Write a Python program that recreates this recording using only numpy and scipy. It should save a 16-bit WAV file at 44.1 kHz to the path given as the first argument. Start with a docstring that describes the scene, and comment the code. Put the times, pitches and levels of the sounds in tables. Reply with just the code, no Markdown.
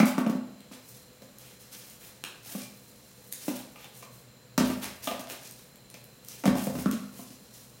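"""A workshop with a concrete floor: a full plastic glue bottle drops and rocks, is picked up, is stood
down several times and finally topples onto a wooden mallet handle. Each blow flexes the filled body into
a hollow thump, rings the plastic wall and rim, and cracks on grit; the jolted mallet thuds dully.
A rubber glove and sleeves rub, glove, cap and grit snap, and the hard room rings over a faint hum."""
import sys
import numpy as np
from scipy import signal
from scipy.fft import rfft, irfft, next_fast_len
from scipy.io import wavfile

SR = 44100
rng = np.random.default_rng(int(sys.argv[2]) if len(sys.argv) > 2 else 0)


def inscribe(sig):
    """Save sig as 16-bit PCM at rate SR to the path in sys.argv[1].

    A 1-D sig is mono; a 2-D sig holds one channel per row.
    Samples are clipped to [-1, 1] before scaling.
    """
    pcm = np.round(np.clip(np.atleast_2d(sig).T, -1, 1) * 32767)
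    wavfile.write(sys.argv[1], SR, pcm.astype(np.int16))


N = 343971
TIME = np.arange(N) / SR
EVENT_TIME = TIME[:SR * 3 // 4]  # the 0.75 s that one hit, stroke or room tail lasts


def undb(db):
    """Decibels to gain."""
    return 10 ** (np.asarray(db) / 20)


def unit(x):
    """Scale to rms 1."""
    return x / np.sqrt(np.mean(x ** 2))


def peak(x):
    """Scale to peak 1."""
    return x / np.max(np.abs(x))


def add(track, start_s, x):
    """Mix x into the track at its cue."""
    i = int(start_s * SR)
    track[i:i + len(x)] += x[:N - i]


def colour(x, curve):
    """Minimum-phase EQ through (frequency [Hz], gain [dB]) points."""
    size = next_fast_len(len(x) // 2 + 2048, True) * 2
    hz, db = np.transpose(curve)
    log_freq = np.log(np.fft.rfftfreq(size, 1 / SR) + 1)
    cepstrum = irfft(np.log(undb(np.interp(log_freq, np.log(hz), db))))
    # folding the cepstrum keeps the EQ from ringing ahead of a hit
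    cepstrum[1:size // 2] *= 2
    cepstrum[size // 2 + 1:] = 0
    return irfft(rfft(x, size) * np.exp(rfft(cepstrum)), size)[:len(x)]


def band(x, lo_hz, hi_hz):
    """Second-order band-pass."""
    return signal.sosfilt(signal.butter(2, [lo_hz, hi_hz], "band", fs=SR, output="sos"), x)


def low_cut(x, hz):
    """Steep high-pass."""
    return signal.sosfilt(signal.butter(4, hz, "high", fs=SR, output="sos"), x)


def fade(t60):
    """Decay envelope that falls 60 dB in t60 seconds."""
    return np.exp(-np.log(1000) * EVENT_TIME / t60)


def damped_sine(hz, t60):
    """One mode ringing out."""
    return fade(t60) * np.sin(2 * np.pi * hz * EVENT_TIME)


def burst(t60):
    """A short crunch of noise."""
    return rng.standard_normal(len(EVENT_TIME)) * fade(t60)


def wander(rate_hz):
    """Smooth random modulation with a spread near 1."""
    steps = rng.standard_normal(int(N / SR * rate_hz) + 2)
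    return np.interp(TIME * rate_hz, np.arange(len(steps)), steps)


# EQ of the still air: (frequency [Hz], gain [dB])
AIR_EQ = [(25, -25), (45, -13), (65, -6.5), (85, -10), (130, -11.5), (200, 0), (320, -11.5), (500, -8.5),
          (800, -16), (1500, -18.5), (3000, -20), (8000, -26.5), (16000, -26.5)]
# machine hum and thin whine: (centre [Hz], width [Hz], level [dB])
HUM_BANDS = [(121.9, 11, -61.5), (142.2, 6.5, -70), (501.7, 37, -68), (4095, 195, -67), (7270, 520, -70)]
def room_tone():
    """The bed: steady air, with narrow noise bands that waver as machine hum and whine."""
    air = undb(-56.5) * unit(colour(rng.standard_normal(N), AIR_EQ))
    hum = sum(undb(db) * unit(band(rng.standard_normal(N), hz - width / 2, hz + width / 2))
              for hz, width, db in HUM_BANDS)
    return air + hum


# cue list of bottle blows, shared by thumps, knocks and skids: (time [s], thump level [dB],
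# thump pitch [Hz], hollow ring level [dB], wall level [dB], wall centre [Hz], rim level [dB],
# rim centre [Hz], crack level [dB])
BLOWS = [(0.0012, -11, 212, -20, -15.5, 1110, -18, 2200, -13),
         (0.029, -8, 216, -24.5, -20, 910, -28, 2340, -48),
         (0.1809, -27, 260, -22, -20, 800, -26, 1400, -21.5),
         (0.2646, -13.5, 222, -28.5, -24, 507, -46, 2200, -28.5),
         (0.2972, -26.5, 240, -25, -33, 560, -42, 1790, -25.5),
         (0.3513, -47, 212, -29, -41.5, 494, -59, 2200, -39),
         (0.714, -48, 238, -46.5, -41.5, 700, -59, 2200, -45),
         (1.221, -51, 199, -52, -42.5, 610, -51, 2200, -35.5),
         (2.55, -30, 205, -36, -36, 716, -65, 2200, -53),
         (3.4811, -22.5, 295, -29, -27, 670, -35, 2500, -23),
         (3.759, -64, 250, -62, -40.5, 805, -41, 2600, -37),
         (3.844, -66, 210, -70, -45, 760, -38, 3200, -33.5),
         (4.025, -54, 226, -69, -37, 1030, -41.5, 2600, -35),
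         (4.5787, -23, 258, -22.5, -15, 840, -24.5, 1900, -5.5),
         (4.607, -17, 220, -22, -28.5, 650, -32, 1500, -40),
         (4.7006, -35, 288, -28.5, -31.5, 570, -36, 2700, -26),
         (5.0733, -33, 269, -39.5, -21, 760, -20, 3240, -18.5),
         (5.1135, -34, 231, -46, -28, 700, -50, 3370, -30),
         (5.195, -40, 266, -44, -43, 700, -46, 3400, -24),
         (5.942, -48, 190, -55, -44, 600, -42.5, 2400, -28.5),
         (6.4382, -24.5, 276, -52, -23.5, 600, -35, 2200, -26),
         (6.456, -13.5, 209, -30, -17.5, 730, -38, 2200, -13),
         (6.4768, -16.5, 211.5, -18, -30, 850, -23.5, 1550, -30),
         (6.5542, -42, 218, -24.5, -27, 630, -44, 1600, -24),
         (6.67, -38, 200, -31.5, -25, 610, -60, 1590, -36),
         (6.7529, -45, 250, -33.5, -37, 1100, -40, 1500, -29.5),
         (6.786, -36, 250, -30.5, -31, 480, -40, 1500, -45),
         (6.859, -24, 204, -20.5, -23, 1230, -42, 1300, -32),
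         (6.9319, -19.5, 228.5, -31, -44, 485, -62, 3400, -45),
         (7.022, -38, 253, -49, -59, 600, -64, 1500, -52),
         (7.193, -54, 223, -43.5, -40, 900, -63, 1480, -63),
         (7.305, -45, 245, -49, -60, 600, -66, 1500, -36)]
# the filled bottle's lingering low modes: (frequency [Hz], relative level [dB], t60 [s])
BODY_MODES = [(188.2, -10.5, 0.5), (201.5, 1, .31), (223.4, -5.5, 0.42), (253.6, 0.5, 0.56),
              (281.6, -5.5, 0.17), (349.3, -9.5, 0.34), (421, -8.5, 0.31)]
def bottle_thumps():
    """Each blow flexes the glue-filled body for a few cycles and leaves its low modes ringing."""
    out = np.zeros(N)
    attack_s = 0.0025
    spot_db_per_octave = -10.5  # modes far from the pitch of the struck spot are excited less
    for start_s, thump_db, thump_hz, ring_db, *_ in BLOWS:
        thump = (1 - np.exp(-EVENT_TIME / attack_s)) * damped_sine(thump_hz, t60=0.125)
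        hollow = sum(undb(db + spot_db_per_octave * abs(np.log2(hz / thump_hz))) * damped_sine(hz, t60)
                     for hz, db, t60 in BODY_MODES)
        add(out, start_s, undb(thump_db) * thump + undb(ring_db) * hollow)
    return low_cut(out, hz=179)


def contact(t60):
    """One hard click, with a crunch of grit 5 dB under it."""
    grit = burst(t60) * rng.exponential(size=len(EVENT_TIME))
    force = undb(-5) * grit / np.linalg.norm(grit)
    force[0] += 1
    return force


def strike(modes, scatter_db, detune):
    """Struck modes; each blow lands on another spot and shifts their balance and pitch."""
    out = np.zeros(len(EVENT_TIME))
    for k, (hz, db, t60) in enumerate(modes):
        gain = undb(db + scatter_db * rng.standard_normal())
        pitch_hz = hz * (1 + detune * rng.standard_normal())
        out += (-1) ** k * gain * damped_sine(pitch_hz, t60)
    return peak(out)


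def plastic(modes, cycles):
    """Lossy plastic: every mode falls 60 dB in the same number of cycles."""
    return [(hz, db, cycles / hz) for hz, db in modes]


# modes of the plastic walls: (frequency [Hz], relative level [dB])
WALL_MODES = [(548, 7.5), (630, 6.5), (684, 5.5), (835, 6), (867, 7.5), (958, 2.5), (1063, 7.5),
              (1160, 12.5), (1220, 13), (1320, 8.5)]
# modes of the stiff rim and cap: (frequency [Hz], relative level [dB])
RIM_MODES = [(1555, 12.5), (1790, 11), (2010, 14), (2180, 9.5), (2305, 14), (2380, 10.5), (2800, 7),
             (3400, 7), (3570, 4.5)]
# EQ of the crack on the floor: (frequency [Hz], gain [dB])
CRACK_EQ = [(1500, -9), (3500, 6), (5500, 14.5), (8000, 5.5), (12000, -6), (16000, 5.5)]
def bottle_knocks():
    """Each blow knocks the bottle's wall, clacks its rim and cracks on the gritty floor."""
    out = np.zeros(N)
    for start_s, *_, wall_db, wall_hz, rim_db, rim_hz, crack_db in BLOWS:
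        wall = strike(plastic(WALL_MODES, cycles=21.3), scatter_db=3.5, detune=0.0061)
        wall += undb(-1) * peak(band(contact(t60=0.015), 470, 2250))
        rim = strike(plastic(RIM_MODES, cycles=67), scatter_db=1.0, detune=0.0067)
        rim += undb(9) * peak(band(contact(t60=0.045), 1700, 4800))
        # the struck spot favours the modes around one pitch
        wall = peak(colour(wall, [(wall_hz / 2, -5), (wall_hz, 0), (wall_hz * 2, -9)]))
        rim = peak(colour(rim, [(rim_hz / 1.5, -12), (rim_hz, 0), (rim_hz * 1.5, -12)]))
        crack = peak(colour(contact(t60=0.043), CRACK_EQ))
        add(out, start_s, undb(wall_db) * wall + undb(rim_db) * rim + undb(crack_db) * crack)
    return out


def friction(eq, grain_db, flutter_db=1.8):
    """Dense micro-slips of unequal size, coming in uneven spurts."""
    slips = rng.standard_normal(N)
    slips *= undb(grain_db * np.minimum(rng.exponential(size=N), 2 * np.pi))
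    return unit(colour(slips, eq)) * undb(flutter_db * wander(rate_hz=120))


def shifting_contact(hiss, tilt_db):
    """As the contact patch moves, the hiss swings between duller and brighter."""
    bright = signal.sosfilt(signal.butter(1, 7500, "high", fs=SR, output="sos"), hiss)
    tilt = undb(tilt_db * wander(rate_hz=28))
    return bright * tilt + (hiss - bright) / tilt


# bright EQ of grit ticks and snaps: (frequency [Hz], gain [dB])
SNAP_EQ = [(1000, -24), (3500, -10), (6000, -2), (10000, 0), (16000, 0)]
def grit_ticks(per_second):
    """Grains of grit catch as sparse bright ticks of unequal size."""
    catches = (rng.random(N) < per_second / SR) * rng.standard_normal(N)
    tick = peak(colour(burst(t60=0.002), SNAP_EQ))
    return signal.fftconvolve(catches, tick)[:N]


# fader curve of the sleeve's rustle as the arm moves: (time [s], level [dB])
SLEEVE_FADER = [(0.45, -77), (0.82, -69), (3.57, -57.5), (4.59, -93), (4.75, -59.5), (5.46, -61),
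                (5.71, -71), (6.28, -63), (6.48, -68), (6.75, -58.5), (6.99, -61), (7.5, -61)]
# glove over bottle, bottle over floor: (time [s], length [s], hiss level [dB], scrape level [dB])
RUB_STROKES = [(0.05, .04, -42, -42), (0.71, .04, -55, -53), (0.81, .19, -55, -72), (1.38, .13, -56, -58),
               (1.59, .05, -55, -65), (1.712, .04, -46, -52), (1.78, .16, -55, -62), (2.0, .08, -54, -55),
               (2.235, .03, -56, -53), (2.42, .21, -45, -51), (3.31, .04, -48, -57), (3.38, .14, -48, -56),
               (3.53, .07, -52, -52), (3.775, .07, -62, -54), (3.91, .12, -54, -65), (4.1, .11, -57, -74),
               (4.62, .09, -46, -47), (4.812, .035, -40.5, -41), (5.02, .04, -41, -48),
               (5.285, .05, -47, -45), (5.41, .08, -51, -58), (5.57, .05, -55, -63), (6.255, .14, -49, -58),
               (6.56, .11, -42, -50), (6.77, .05, -46, -52), (6.91, .03, -48, -48), (7.11, .15, -54, -61),
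               (7.515, .09, -55, -66)]
# EQ of light rubbing: (frequency [Hz], gain [dB])
HISS_EQ = [(1000, -24), (3000, -9), (5500, 0), (8000, -1), (11000, 0), (16000, -1)]
# EQ of pressed rubbing: (frequency [Hz], gain [dB])
SCRAPE_EQ = [(60, -50), (250, 5), (600, -3), (1100, -4.5), (2400, -1.5), (3500, -2), (5500, -9.5),
             (12000, -20.5)]
def rubbing():
    """Friction: the sleeve only hisses; strokes and skids press harder and also scrape lower down."""
    hiss_env = undb(np.interp(TIME, *np.transpose(SLEEVE_FADER)))
    scrape_env = np.zeros(N)
    swell_share, sag_db, release_s = 0.51, -5.5, 0.047
    for start_s, length_s, hiss_db, scrape_db in RUB_STROKES:
        swell = np.minimum(EVENT_TIME / (swell_share * length_s), 1)
        pressure = undb(sag_db * (np.minimum(EVENT_TIME / length_s, 1) - .5))
        release = np.exp(-np.maximum(EVENT_TIME - length_s, 0) / release_s)
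        stroke = swell * pressure * release
        add(hiss_env, start_s, undb(hiss_db) * stroke)
        add(scrape_env, start_s, undb(scrape_db) * stroke)
    # every blow skids briefly on the grit, well under its crack
    skid = np.exp(-EVENT_TIME / 0.029)
    for start_s, *_, crack_db in BLOWS:
        add(hiss_env, start_s, undb(crack_db - 25) * skid)
        add(scrape_env, start_s, undb(crack_db - 24) * skid)
    hiss = shifting_contact(friction(HISS_EQ, grain_db=3.0), tilt_db=3.0)
    hiss += undb(7.5) * grit_ticks(per_second=28)
    scrape = friction(SCRAPE_EQ, grain_db=0.5)
    return hiss_env * hiss + scrape_env * scrape


# small sharp snaps of glove, cap and grit: (time [s], snap level [dB], clack level [dB])
SNAP_CUES = [(0.0567, -15, -37), (0.083, -26, -44), (0.606, -38, -38), (0.7218, -42, -39),
             (1.385, -31.5, -51), (1.899, -35, -50), (2.067, -50, -56), (2.2393, -25, -16.5),
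             (2.46, -30, -33), (3.3252, -17.5, -30.5), (4.8433, -23.5, -20.5), (5.0435, -19.5, -36),
             (5.1137, -31, -21.5), (5.2725, -46, -27), (5.3, -35, -21.5), (5.511, -28, -47),
             (5.758, -34.5, -53), (5.901, -28, -57), (6.042, -34, -54), (6.2485, -29, -56),
             (6.2855, -24.5, -49), (6.584, -25, -27), (6.913, -18, -27.5)]
# EQ of the plastic's clack: (frequency [Hz], gain [dB])
CLACK_EQ = [(100, -22), (350, -3), (620, 2), (1200, -4), (2000, -3), (2900, -2), (4200, -4.5), (8000, -12),
            (16000, -20)]
def handling_snaps():
    """Glove, cap and grit give tiny bright snaps, each layered with a clack of the plastic."""
    out = np.zeros(N)
    for start_s, snap_db, clack_db in SNAP_CUES:
        snap = peak(colour(burst(t60=0.007), SNAP_EQ))
        clack = peak(colour(contact(t60=0.007), CLACK_EQ))
        add(out, start_s, undb(snap_db) * snap + undb(clack_db) * clack)
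    return out


# the thin ring heard at the lift: (centre [Hz], level [dB], t60 [s])
LIFT_TONE = (2363, -48, 0.42)
def lift_ring(start_s):
    """A narrow band of noise rings faintly as the bottle comes up."""
    out = np.zeros(N)
    hz, db, t60 = LIFT_TONE
    add(out, start_s, undb(db) * peak(band(burst(t60), hz - 50, hz + 50)))
    return out


# the bottle jolts the mallet against the floor: (time [s], level [dB])
MALLET_JOLTS = [(4.58, -34.5), (4.623, -34), (6.459, -31.5), (6.672, -35), (6.754, -37)]
# the mallet's dull modes: (frequency [Hz], relative level [dB], t60 [s])
MALLET_MODES = [(48, -15, .3), (66, -5, .3), (90, -3, .2), (122, -3, .25), (145, 0, .3)]
def mallet_thuds():
    """The heavy mallet rocks on the concrete with a dull thud."""
    out = np.zeros(N)
    for start_s, db in MALLET_JOLTS:
        thud = strike(MALLET_MODES, scatter_db=7.0, detune=0.033)
        add(out, start_s, undb(db) * low_cut(thud, hz=50))
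    return out


# reverb time of the workshop: (frequency [Hz], t60 [s])
ROOM_DECAY = [(100, 1), (300, 0.72), (1000, 0.65), (3000, 0.52), (8000, 0.32), (16000, 0.11)]
def room_reverb(send, bass_db, build_s):
    """Hard walls: single echoes at first, thickening into a diffuse ring whose treble dies soonest."""
    size = len(EVENT_TIME)
    density = np.clip((EVENT_TIME / build_s) ** 2, .01, 1)
    echoes = rng.standard_normal(size) * (rng.random(size) < density) / np.sqrt(density)
    freq = np.fft.rfftfreq(size, 1 / SR)
    edges_hz = np.geomspace(60, 20000, 10)
    tail = np.zeros(size)
    for lo, hi in zip(edges_hz, edges_hz[1:]):
        t60 = np.interp(np.sqrt(lo * hi), *np.transpose(ROOM_DECAY))
        tail += irfft(rfft(echoes) * (freq >= lo) * (freq < hi), size) * fade(t60)
    attack = 1 - np.exp(-EVENT_TIME / 0.00054)
    tail = colour(tail * attack, [(250, bass_db), (360, 0)])
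    return signal.fftconvolve(send, tail / np.linalg.norm(tail))[:N]


def scene():
    """Mono mix: thumps, knocks, snaps and rubbing feed the reverb; room tone and lift ring stay dry."""
    thumps = bottle_thumps()
    knocks = bottle_knocks() + mallet_thuds()
    snaps = handling_snaps()
    rub = rubbing()
    send = undb(-14) * thumps + undb(-2.5) * knocks + undb(-0.5) * snaps + undb(-6.5) * rub
    reverb = room_reverb(send, bass_db=-3.5, build_s=0.037)
    return (thumps + knocks + snaps + rub + reverb + room_tone() + lift_ring(start_s=2.61))[None]


def record(dry):
    """The small microphone drops the deep bass; a steep high cut takes off the top."""
    high_cut = signal.ellip(10, .2, 70, 15900, fs=SR, output="sos")
    return signal.sosfilt(high_cut, low_cut(dry, hz=36.5))


dry = scene()
out = record(dry)
inscribe(out)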